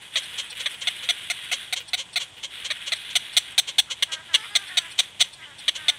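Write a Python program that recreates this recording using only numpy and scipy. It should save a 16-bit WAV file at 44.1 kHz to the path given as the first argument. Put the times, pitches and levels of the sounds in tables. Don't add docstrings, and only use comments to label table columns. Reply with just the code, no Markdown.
import sys
import numpy as np
from scipy import signal
from scipy.fft import rfft, irfft
from scipy.io import wavfile
from scipy.ndimage import map_coordinates

SR = 44100
rng = np.random.default_rng(int(sys.argv[2]) if len(sys.argv) > 2 else 0)


def wav_record(signal):
    frames = np.transpose(np.atleast_2d(signal))
    bounded = np.clip(frames, -1, 1)
    quanta = np.round(bounded * 32767).astype(np.int16)
    wavfile.write(sys.argv[1], SR, quanta)


N = 263718


def undb(db):
    return 10 ** (np.asarray(db) / 20)


def level(x, db):
    return x * undb(db) / np.sqrt(np.mean(x ** 2) + 1e-18)


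def call_level(x, length_s, db):
    return level(x, db) * np.sqrt(max(length_s, 1 / SR) * SR / len(x))


def call_time(length_s, size=4096):
    return np.arange(size) / SR / max(length_s, .005)


def add(out, start_s, x):
    i = max(int(start_s * SR), 0)
    out[i:i + len(x)] += x[:len(out) - i]


def walk(rate_hz, size=N):
    steps = rng.standard_normal(8192)
    return np.interp(np.arange(size) / SR * rate_hz, np.arange(len(steps)), steps)


def colour(x, points, size=2048):
    hz, db = np.transpose(points)
    bins_hz = np.fft.rfftfreq(size, 1 / SR)
    gain = undb(np.interp(np.log(bins_hz + 1), np.log(hz), db))
    cepstrum = irfft(np.log(gain))
    cepstrum[1:size // 2] *= 2
    cepstrum[size // 2 + 1:] = 0
    impulse = irfft(np.exp(rfft(cepstrum)))
    return signal.fftconvolve(x, impulse)[:len(x)]


def band(x, hz, kind):
    return signal.sosfilt(signal.butter(4, hz, kind, fs=SR, output="sos"), x)


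def resonance(x, hz, width_hz):
    return signal.lfilter(*signal.iirpeak(hz, hz / width_hz, fs=SR), x)


def sway(x, ratio):
    return map_coordinates(x, [np.cumsum(ratio)], order=3, mode="mirror")


def syrinx(pitch_hz, jitter, shimmer_db, breath):
    cycle = np.cumsum(pitch_hz) / SR
    scatter = rng.standard_normal((256, 2))
    phase = np.cumsum(pitch_hz * np.exp(jitter * scatter[cycle.astype(int), 0])) / SR
    snaps = np.diff(np.floor(phase), prepend=-1)
    turbulence = np.diff(rng.standard_normal(len(pitch_hz) + 1))
    puffs = np.exp(-(phase % 1)) * turbulence
    shimmer = undb(shimmer_db * scatter[phase.astype(int), 1])
    return (level(snaps, 0) + breath * level(puffs, 0)) * shimmer


def open_air(level_db=-53.5, wander_db=.5):
    # freq_hz, gain_db
    spectrum = [(20, -42), (40, -5), (70, 4), (130, 5), (250, -2.5), (500, -3), (1000, 0.5), (2000, -21.5),
                (3400, -4), (5000, -12), (8800, -8.5), (12000, -82), (15500, -39)]
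    noise = colour(rng.standard_normal(N), spectrum)
    return level(noise, level_db) * undb(wander_db * walk(4.1))


def foliage(x, wet_db, t60_s):
    t = np.arange(SR // 2) / SR
    tail = rng.standard_normal(len(t)) * np.exp(-np.log(1000) * t / t60_s) * (t > .002)
    tail = colour(tail, [(200, -16.5), (3500, -13.5), (7000, -7.5), (15000, -13.5)])
    tail /= np.sqrt(np.sum(tail ** 2))
    return undb(wet_db) * signal.fftconvolve(x, tail)[:N]


def far_rasps(trim_db=-1, length_s=.062, width_hz=450):
    # start_s, level_db, centre_hz
    calls = [(3.87, -49.5, 1320), (4.409, -45, 2190), (4.419, -48, 1210), (4.671, -41, 1860),
             (5.40, -46, 2050), (5.414, -45, 3050)]
    out = np.zeros(N)
    swell = np.sin(np.pi * np.minimum(call_time(length_s), 1))
    for start_s, level_db, centre_hz in calls:
        breath = swell * rng.standard_normal(len(swell))
        rasp = resonance(resonance(breath, centre_hz, width_hz), centre_hz, width_hz)
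        add(out, start_s, call_level(rasp, length_s, level_db + trim_db))
    return out


def far_calls(trim_db=-2, waver=.02, breath=.7):
    # start_s, length_s, first_hz, last_hz, level_db
    calls = [(4.072, .16, 324, 312.7, -41.5), (4.281, .1, 352, 269, -41.5), (4.358, 0.12, 433.5, 459, -42),
             (4.486, 0.18, 409, 386.6, -43), (4.671, .23, 369.5, 334, -42.5),
             (5.367, .19, 336.6, 266.6, -48.5), (5.757, .22, 323.7, 280, -43.5)]
    # freq_hz, gain_db
    tract = [(300, -16.5), (600, -10), (850, -3), (1200, -3), (1550, 4.5), (1850, 4), (2250, -6),
             (3000, -38), (5000, -8), (12000, -70)]
    out = np.zeros(N)
    for start_s, length_s, first_hz, last_hz, level_db in calls:
        t = np.arange(0, length_s, 1 / SR)
        glide_hz = np.interp(t, [0, length_s], [first_hz, last_hz])
        phase = np.cumsum(glide_hz * (1 + waver * walk(54, len(t)))) / SR
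        harmonics = sum(np.cos(2 * np.pi * k * phase) for k in range(1, 13))
        voice = colour(level(harmonics, 0) + breath * rng.standard_normal(N)[:len(t)], tract)
        add(out, start_s, level(voice, level_db + trim_db) * signal.windows.tukey(len(t), .35))
    return out


def bout_envelope(start_s, length_s, attack_s=.03, sag_db_per_s=2.5, release_s=.083):
    age_s = np.arange(N) / SR - start_s
    attack = np.clip(age_s / attack_s, 0, 1)
    sag = undb(-sag_db_per_s * np.clip(age_s, 0, length_s))
    release = np.exp(-np.maximum(age_s - length_s, 0) / release_s)
    return attack * sag * release


def hiss(throat_trim_db=3, top_trim_db=2):
    # start_s, length_s, throat_db, top_db
    bouts = [(0.0, 0.042, -45, -52.5), (0.112, 0.34, -40.5, -50), (0.541, 0.18, -39.5, -47.5),
             (0.808, 0.45, -39.5, -49), (1.275, 0.36, -40, -49.5), (1.75, .05, -48, -61),
             (2.175, 0.051, -44, -54), (2.49, 0.37, -41.5, -53), (2.865, 0.4, -40.5, -52),
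             (3.245, 0.26, -42, -54), (3.6, .13, -46.5, -61), (3.94, 0.44, -48, -60.5),
             (4.347, .14, -43, -53.5), (4.518, 0.4, -43, -52.5), (4.986, 0.041, -43, -53.5),
             (5.197, 0.069, -46, -57), (5.578, 0.1, -45, -57.5), (5.724, 0.2, -43, -53.5)]
    # freq_hz, gain_db
    tract = [(400, -28.5), (900, -21), (1500, -5), (2100, -1.5), (2750, 0), (3350, 5), (3750, -0.5),
             (4200, -12), (5200, -28), (7000, -60), (12000, -61)]
    # freq_hz, gain_db
    airy_top = [(4000, -6.5), (6000, -8), (7500, -8), (8500, 6.5), (9400, -2.5), (10600, 3), (11500, -5.5),
                (12700, -14), (14300, -10.5), (15500, -23)]
    throat_gain, top_gain = undb(-52), undb(-64)
    for start_s, length_s, throat_db, top_db in bouts:
        envelope = bout_envelope(start_s, length_s)
        throat_gain = np.maximum(throat_gain, undb(throat_db) * envelope)
        top_gain = np.maximum(top_gain, undb(top_db) * envelope)
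    flutter_db = 1.6 * walk(700) + .7 * walk(45)
    throat = colour(undb(flutter_db) * rng.standard_normal(N), tract)
    top = colour(undb(2 * flutter_db) * rng.standard_normal(N), airy_top)
    lag_s = .0007 + .00008 * walk(9)
    top = top + .35 * map_coordinates(top, [np.arange(N) - lag_s * SR], order=3)
    gape = 1 + .024 * walk(9)
    throat = level(sway(throat, gape), throat_trim_db)
    top = level(sway(top, gape), top_trim_db)
    return throat * throat_gain + top * top_gain


def squeaks(length_s=.028, first_hz=920, fall=.14):
    # start_s, level_db
    calls = [(0.226, -41), (0.4953, -39.5), (1.8741, -42), (2.1256, -42.5), (2.9524, -43), (3.3237, -42.5),
             (4.6687, -45), (4.9069, -43.5), (5.3249, -44), (5.5808, -43.5)]
    # freq_hz, gain_db
    tract = [(1500, -4), (3000, 0), (3600, 13), (4400, 9), (5100, -1), (5700, 8.5), (6500, -28), (8100, 6),
             (9600, 4), (11200, -39), (15000, -24)]
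    out = np.zeros(N)
    u = np.minimum(call_time(length_s), 1)
    for start_s, level_db in calls:
        source = syrinx(first_hz * (1 - fall * u), jitter=.02, shimmer_db=1.5, breath=.3)
        voice = colour(np.sin(np.pi * u) * source, tract)
        add(out, start_s, call_level(voice, length_s, level_db))
    return out


def grunts(trim_db=-1, length_s=.0412, base_hz=421.2, rise_hz=75.6):
    # start_s, level_db
    calls = [(0.32, -42.5), (0.51, -39.5), (0.59, -39), (0.72, -41), (1.019, -41), (1.79, -40), (2.36, -46),
             (2.569, -43), (2.87, -52)]
    # freq_hz, gain_db
    tract = [(300, -12), (560, 7), (800, -5), (1150, -1), (3000, 17), (6000, -11)]
    out = np.zeros(N)
    swell = np.sin(np.pi * np.minimum(call_time(length_s), 1))
    for start_s, level_db in calls:
        source = syrinx(base_hz + rise_hz * swell, jitter=.02, shimmer_db=4.5, breath=.3)
        voice = colour(swell * source, tract)
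        add(out, start_s, call_level(voice, length_s, level_db + trim_db))
    return out


def creaks(low_trim_db=-1, usual_db=-30):
    # start_s, level_db, length_s
    calls = [(0.164,-28.5,0.034), (0.376,-30.5,0.043), (0.595,-33.5,0.031), (0.809,-33.5,0.031),
             (1.026,-38,.037), (1.521,-27.5,0.035), (1.758,-31.5,0.04), (1.972,-32.5,0.057),
             (2.197,-33,0.049), (2.429,-32.5,0.037), (2.6433,-31.5,0.035), (2.862,-32.5,0.038),
             (3.099,-39,.031), (3.673,-32,0.04), (3.9,-30.5,.04), (4.117,-30,0.039), (4.333,-29.5,0.038),
             (4.98,-27.5,0.034), (5.014,-44.5,.045), (5.196,-28.5,0.032), (5.237,-40.5,0.025),
             (5.748,-33.5,.035)]
    # freq_hz, gain_db
    tract = [(300, -28.5), (520, -13), (850, -12.5), (1700, -13), (2150, -3), (2650, -4), (3100, 8),
             (3750, -3.5), (4150, -3.5), (4900, -19.5), (6100, -11), (8400, -18.5), (10200, -26),
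             (14000, -47)]
    out = np.zeros(N)
    for start_s, level_db, length_s in calls:
        u = call_time(length_s)
        pitch_hz = np.interp(u, [0, .3, .55, 1], [340, 458.7, 558.5, 525])
        envelope = np.interp(u, [0, .3, .55, .8, 1.15], [.25, 1, .9, .4, 0])
        source = syrinx(pitch_hz, jitter=.035, shimmer_db=1.4, breath=.3)
        voice = colour(envelope * source, tract)
        treble_db = -36 + 1.37 * (level_db - usual_db)
        low = call_level(band(voice, 4700, "lowpass"), length_s, level_db + low_trim_db)
        treble = call_level(band(voice, 5300, "highpass"), length_s, treble_db)
        add(out, start_s, low + treble)
    return out


def yips(arch=.2, sink=.036, usual_hz=676, usual_db=-19):
    # start_s, effort_db, pitch_hz, beak_hz, beak_re_effort_db, length_s
    calls = [(0.157,-24.5,653,3600,3,0.018), (0.659,-26,580,3470,2.5,.016),
             (0.8717,-22.5,707,3260,2.5,0.017), (1.089,-20.5,703,3450,1.5,0.024),
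             (1.3,-20,697,3700,-8,0.02), (1.515,-22,718,3260,-13,0.021), (1.7257,-21,727,4040,-3,0.017),
             (1.9325,-22.5,732,4100,1,.02), (2.1585,-22.5,699,4030,0,0.025), (2.7032,-26,618,3860,.5,.019),
             (2.92,-22.5,677,3940,0,.019), (3.154,-15.5,703,3140,-3,0.019),
             (3.3667,-13,694.5,3470,-1.5,0.019), (3.579,-13,770,3640,-2,0.02),
             (3.783,-14.5,831,3390,0.5,0.02), (4.0243,-17,572,3060,0,.013),
             (4.3418,-17.5,572.3,2940,2.5,.02), (4.5524,-15.5,662,3620,-1,0.021),
             (4.771,-16,715,3740,0,0.019), (4.9896,-15,702,3690,-1,.017), (5.2055,-14,714,3500,-1,.021),
             (5.680,-20,623,3200,3.5,0.016), (5.8823,-18,704,3520,3,0.021)]
    # freq_hz, gain_db
    tract = [(300, -29.5), (700, -15.5), (950, -15), (1400, -16.5), (2200, -1), (2800, 0.5), (3500, 6),
             (4150, 0), (5050, -20.5), (6150, -7.5), (6900, -23), (8300, -12.5), (12500, -29), (15200, -21)]
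    # time_s, upper_edge_hz
    treble_edge = [(0.5, 10100), (2.05, 15900), (2.7, 12200), (3.65, 14900), (4.7, 10150), (5.9, 11200)]
    out = np.zeros(N)
    for start_s, effort_db, pitch_hz, beak_hz, beak_re_effort_db, length_s in calls:
        u = call_time(length_s)
        arc = 2 * np.minimum(u, 1) - 1
        gape = 1 - sink * arc
        contour_hz = pitch_hz * (1.04 - arch * arc ** 2) / gape
        envelope = np.interp(u, [0, .25, .9, 1.1], [.95, 1, .8, 0])
        jitter = np.interp(effort_db, [-21, -13], [.028, .047])
        source = syrinx(contour_hz, jitter, shimmer_db=1.3, breath=.7)
        voice = colour(envelope * source, tract)

        beak = resonance(band(voice, [2700, 4900], "bandpass"), beak_hz, width_hz=620)
        low = band(voice, 1967, "lowpass")
        throat_hz = 2366 * (pitch_hz / usual_hz) ** .92
        throat = .55 * low + resonance(low, throat_hz, width_hz=330)
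        tightening = np.interp(u, [0, .5], [.45, 1])
        treble = tightening * band(voice, 5200, "highpass")
        edge_hz = np.interp(start_s, *np.transpose(treble_edge))
        treble = colour(treble, [(.85 * edge_hz, 0), (1.15 * edge_hz, -11)])

        beak_db = effort_db + beak_re_effort_db
        throat_db = -24.5 + .21 * (effort_db - usual_db)
        treble_db = -26.5 + 1.27 * (effort_db - usual_db)
        for part, part_db in (beak, beak_db), (throat, throat_db), (treble, treble_db):
            add(out, start_s, call_level(sway(part, gape), length_s, part_db))
    return out


def scene():
    chicks = yips() + creaks() + grunts() + squeaks() + hiss()
    colony = far_calls() + far_rasps()
    far_echo = foliage(colony, wet_db=-9, t60_s=.2)
    air = open_air()
    near_echo = foliage(chicks, wet_db=-13, t60_s=.04) + foliage(chicks, wet_db=-22, t60_s=.2)
    return (air + colony + far_echo + chicks + near_echo)[None]


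def record(dry, low_hz=45, top_hz=15600):
    highpass = signal.butter(2, low_hz, "highpass", fs=SR, output="sos")
    lowpass = signal.ellip(8, .2, 70, top_hz, fs=SR, output="sos")
    return signal.sosfilt(lowpass, signal.sosfilt(highpass, dry))


dry = scene()
out = record(dry)
wav_record(out)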